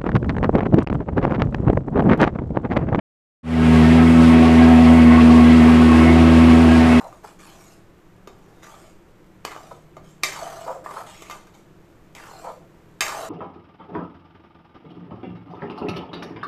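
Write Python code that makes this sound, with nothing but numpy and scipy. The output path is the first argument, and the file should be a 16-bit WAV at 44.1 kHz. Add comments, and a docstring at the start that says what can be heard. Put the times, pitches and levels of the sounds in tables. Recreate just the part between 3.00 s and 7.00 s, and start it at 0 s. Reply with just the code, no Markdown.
"""After a brief silence, the sound of a pulse-jet fogging machine in a garden fades in.
It then runs steadily to the end, firing about 81 times a second. The periodic swing of its gas
column drones, and each firing strikes the exhaust's resonances with a bark. The turbulent exhaust
rings the modes of the long fogging pipe, then leaves the nozzle as a hissing jet."""
import sys
import numpy as np
from scipy import signal
from scipy.fft import rfft, irfft
from scipy.io import wavfile

SR = 44100
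rng = np.random.default_rng(int(sys.argv[2]) if len(sys.argv) > 2 else 0)


def inscribe(sig):
    """Save sig as 16-bit PCM at rate SR to the path in sys.argv[1].

    A 1-D sig is mono; a 2-D sig holds one channel per row.
    Samples are clipped to [-1, 1] before scaling.
    """
    pcm = np.round(np.clip(np.atleast_2d(sig).T, -1, 1) * 32767)
    wavfile.write(sys.argv[1], SR, pcm.astype(np.int16))


N = 176400
TIME_S = np.arange(N) / SR
FADE_START_S, FADE_S = 0.43, 0.31
FIRING_PHASE = 0.6   # place of the firing in its cycle, 0 to 1

# Loudest harmonic, the third, before trim: time_s, level_db
THIRD_LEVEL = [(0.74, -12), (0.77, -12), (1.31, -9.5), (1.5, -11), (1.63, -9), (2.48, -8), (2.88, -11),
               (2.95, -9.5), (3.15, -13), (3.47, -9.5), (3.92, -12), (3.95, -11.5)]
# Its neighbours, before trim: time_s, first_db, second_db, fourth_db, fifth_db
NEIGHBOUR_LEVELS = [(0.76, -18.5, -15.5, -30, -28.5), (1.28, -20.5, -18.5, -23, -29),
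                    (1.72, -18, -23, -24.5, -22.5), (1.84, -19, -21, -32, -40),
                    (1.95, -18, -22.5, -25, -32.5), (2.83, -19.5, -22.5, -26, -28.5),
                    (2.96, -18, -25, -19.5, -36), (3.13, -15.5, -19.5, -20, -34),
                    (3.84, -18.5, -24, -23, -31.5), (3.9, -21, -25, -31.5, -25.5)]
# Harmonics one to five, a row each: trim_db, flutter_db
HARMONIC_TRIMS = [(0, 0.43), (-0.55, 0.5), (0, 0.58), (-0.1, 0.6), (-2.5, 2.3)]
# Harmonics six to nine, before swell and flutter: level_db
BUZZ_LEVELS = [-39.5, -37, -34.5, -37]

def drone(cycles):
    """Periodic oscillation: the gas column swings at harmonics of the firing rate."""
    flutter_per_s, buzz_flutter_db, dispersion_rad = 11.6, 1.4, 0.704
    firing_hz = cycles[-1] * SR / N
    first, second, fourth, fifth = curves(NEIGHBOUR_LEVELS)
    third, = curves(THIRD_LEVEL)
    levels_db = []
    for db, (trim_db, flutter_db) in zip((first, second, third, fourth, fifth), HARMONIC_TRIMS):
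        levels_db.append(db + trim_db + flutter_db * drift(flutter_per_s))
    for k, db in enumerate(BUZZ_LEVELS, 6):
        levels_db.append(db + swell_db(k * firing_hz) + buzz_flutter_db * drift(flutter_per_s))
    tone = np.zeros(N)
    for k, db in enumerate(levels_db, 1):
        shift_rad = dispersion_rad * (k - 3) ** 2   # dispersion in the pipe, about the third harmonic
        tone -= np.sqrt(2) * from_db(db) * np.cos(2 * np.pi * k * cycles + shift_rad)
    return tone


# Exhaust resonances, before swell: pitch_hz, width_hz, level_db
EXHAUST_MODES = [(401.5, 39, -40.5), (509, 56, -43.5), (696, 99, -37.5), (1090, 150, -41)]

def bark(cycles):
    """Impulse response: each firing, uneven in time and strength, strikes the exhaust's resonances."""
    jitter_s, spread_db = 0.00013, 4
    count = int(cycles[-1])
    start_s = np.interp(np.arange(count) + FIRING_PHASE, cycles, TIME_S)
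    lateness, strength = rng.standard_normal((count, 2)).T
    onsets = ((start_s + jitter_s * lateness) * SR).astype(int)
    pulses = np.zeros(N)
    pulses[np.clip(onsets, 0, N - 1)] = from_db(spread_db * strength)
    return ring(pulses, EXHAUST_MODES)


# Standing waves of the fogging pipe, before swell: pitch_hz, width_hz, level_db
PIPE_MODES = [(360, 28, -29), (416.6, 25, -33.5), (737.8, 32, -35), (908, 25, -37), (1074, 13.4, -36.5),
              (1105.3, 25.4, -33.5), (1295.6, 29.4, -37), (1484, 37, -39.5), (1627, 35, -38.5),
              (1822, 12.5, -39.5), (1963, 56, -41), (2010, 71, -38.5), (2188, 33, -38), (2390, 48, -44),
              (2590, 70, -41.5), (2735, 67, -47), (2878, 34, -50), (3276, 92, -48)]

def pipe(cycles):
    """Forced resonance: puffs of turbulence sustain the pipe's standing waves."""
    return ring(turbulence(cycles, depth=0.36), PIPE_MODES)


# Spectral density of the jet: frequency_hz, density_db_per_hz
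JET_SPECTRUM = [(20, -75), (45, -68), (65, -53), (100, -58.5), (150, -52.5), (185, -53.5), (280, -50.5),
                (450, -56.5), (680, -55), (830, -56), (1200, -58.5), (1400, -63), (1900, -64.5),
                (2400, -62.5), (2750, -63.5), (3050, -66), (4000, -72), (5000, -75), (6200, -80.5),
                (8000, -81), (11200, -87), (12200, -97), (15000, -93.5)]
# Rise and fall of the whole jet, taken about its mean: time_s, level_db
JET_SWELL = [(0.76, -36), (1.19, -37.5), (1.21, -35.5), (2.02, -37.5), (2.73, -35), (2.74, -35.5),
             (3.95, -35)]

def jet(cycles):
    """Turbulent mixing: the nozzle radiates broadband noise, each octave flickering on its own."""
    flicker_db, flicker_per_s = 1.14, 12
    octave = np.log2(np.maximum(np.fft.rfftfreq(N, 1 / SR), 1))
    hz, db = np.transpose(JET_SPECTRUM)
    density = from_db(np.interp(octave, np.log2(hz), db))
    spectrum = rfft(turbulence(cycles, depth=0.06)) * density * np.sqrt(SR / 2)
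    hiss = np.zeros(N)
    for centre in range(4, 15):   # octaves from 16 Hz to 16 kHz
        band = irfft(spectrum * np.maximum(1 - abs(octave - centre), 0), N)
        hiss += band * from_db(flicker_db * drift(flicker_per_s))
    level_db, = curves(JET_SWELL)
    return hiss * from_db(level_db - level_db.mean())


# Four frequency bands of the pipe's ring: low_hz, high_hz
SWELL_BANDS = [(300, 390), (600, 800), (1000, 1200), (1900, 2250)]
# Their rise and fall, taken about the mean: time_s, lowest_db, second_db, third_db, highest_db
BAND_SWELLS = [(0.8, -30.5, -29.5, -36, -35), (0.94, -27.5, -27, -39.5, -33),
               (1.28, -29.5, -31, -31.5, -34), (1.43, -24.5, -24, -29.5, -33),
               (1.89, -31.5, -22.5, -32, -33.5), (2.06, -35, -28, -27, -29.5),
               (2.19, -25, -25.5, -21.5, -29), (2.22, -26, -25.5, -34, -39), (2.39, -26.5, -25, -24.5, -33),
               (2.52, -30, -30, -37, -31), (2.9, -25, -35.5, -26, -37), (3.1, -20.5, -23, -32, -26),
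               (3.26, -27.5, -27.5, -32.5, -35.5), (3.52, -25.5, -31.5, -28.5, -32),
               (3.67, -26, -22.5, -34.5, -39.5), (3.9, -35.5, -26.5, -31.5, -30.5)]

def swell_db(hz):
    """Slow amplitude modulation: a partial follows its band's curve, or else wavers at random."""
    waver_db, waver_per_s = 2.5, 5.2
    fade_end = int(SR * (FADE_START_S + FADE_S))
    for (low_hz, high_hz), level_db in zip(SWELL_BANDS, curves(BAND_SWELLS)):
        if low_hz < hz < high_hz:
            return level_db - level_db[fade_end:].mean()
    return waver_db * drift(waver_per_s)


def turbulence(cycles, depth):
    """Modulated noise: the flow puffs once per firing."""
    puffs = 1 + depth * np.cos(2 * np.pi * (cycles - FIRING_PHASE))
    return unit_rms(rng.standard_normal(N) * puffs)


def ring(drive, modes):
    """Modal superposition: damped resonances add, each applied twice for steep skirts."""
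    sound = np.zeros(N)
    for hz, width_hz, db in modes:
        radius = np.exp(-np.pi * width_hz * np.sqrt(2) / SR)
        section = [1 - radius, 0, radius - 1, 1, -2 * radius * np.cos(2 * np.pi * hz / SR), radius ** 2]
        response = unit_rms(signal.sosfilt([section, section], drive))
        sound += from_db(db + swell_db(hz)) * response
    return sound


def drift(per_s):
    """Low-passed noise: a smooth random wander of spread 1."""
    hop, settling = 40, 2000
    pole = np.exp(-2 * np.pi * per_s * hop / SR)
    noise = rng.standard_normal(N // hop + settling + 2)
    slow = signal.lfilter([1], [1, -2 * pole, pole ** 2], noise)[settling:]
    return np.interp(np.arange(N) / hop, np.arange(len(slow)), unit_rms(slow - slow.mean()))


def curves(rows):
    """Linear interpolation of each column against time."""
    time_s, *columns = np.transpose(rows)
    return [np.interp(TIME_S, time_s, column) for column in columns]


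def from_db(db):
    """Decibels to amplitude ratio."""
    return 10 ** (np.asarray(db) / 20)


def unit_rms(x):
    """Normalisation to unit power."""
    return x / np.sqrt(np.mean(x ** 2) + 1e-20)


# Third harmonic of the firing rate: time_s, pitch_hz
THIRD_PITCH = [(0.45, 242.7), (0.88, 239.4), (0.94, 244.4), (1.99, 243), (2.03, 240.7), (2.78, 241.1),
               (2.99, 242.2), (3.04, 244.1), (3.97, 243.6)]

def scene():
    """Superposition: one firing cycle, wobbling with unsteady combustion, drives all four layers."""
    third_hz, = curves(THIRD_PITCH)
    firing_hz = third_hz / 3 * (1 + 0.0068 * drift(per_s=36))
    cycles = np.cumsum(firing_hz) / SR
    return (drone(cycles) + bark(cycles) + pipe(cycles) + jet(cycles))[None]


def record(dry):
    """Band limiting: the sound fades in, is clipped at full scale and passes a steep low-pass."""
    cutoff_hz = 15600
    fade = np.clip((TIME_S - FADE_START_S) / FADE_S, 0, 1) ** 0.97
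    low_pass = signal.cheby2(12, 70, cutoff_hz, fs=SR, output="sos")
    return signal.sosfilt(low_pass, np.clip(dry * fade, -1, 1))


dry = scene()
out = record(dry)
inscribe(out)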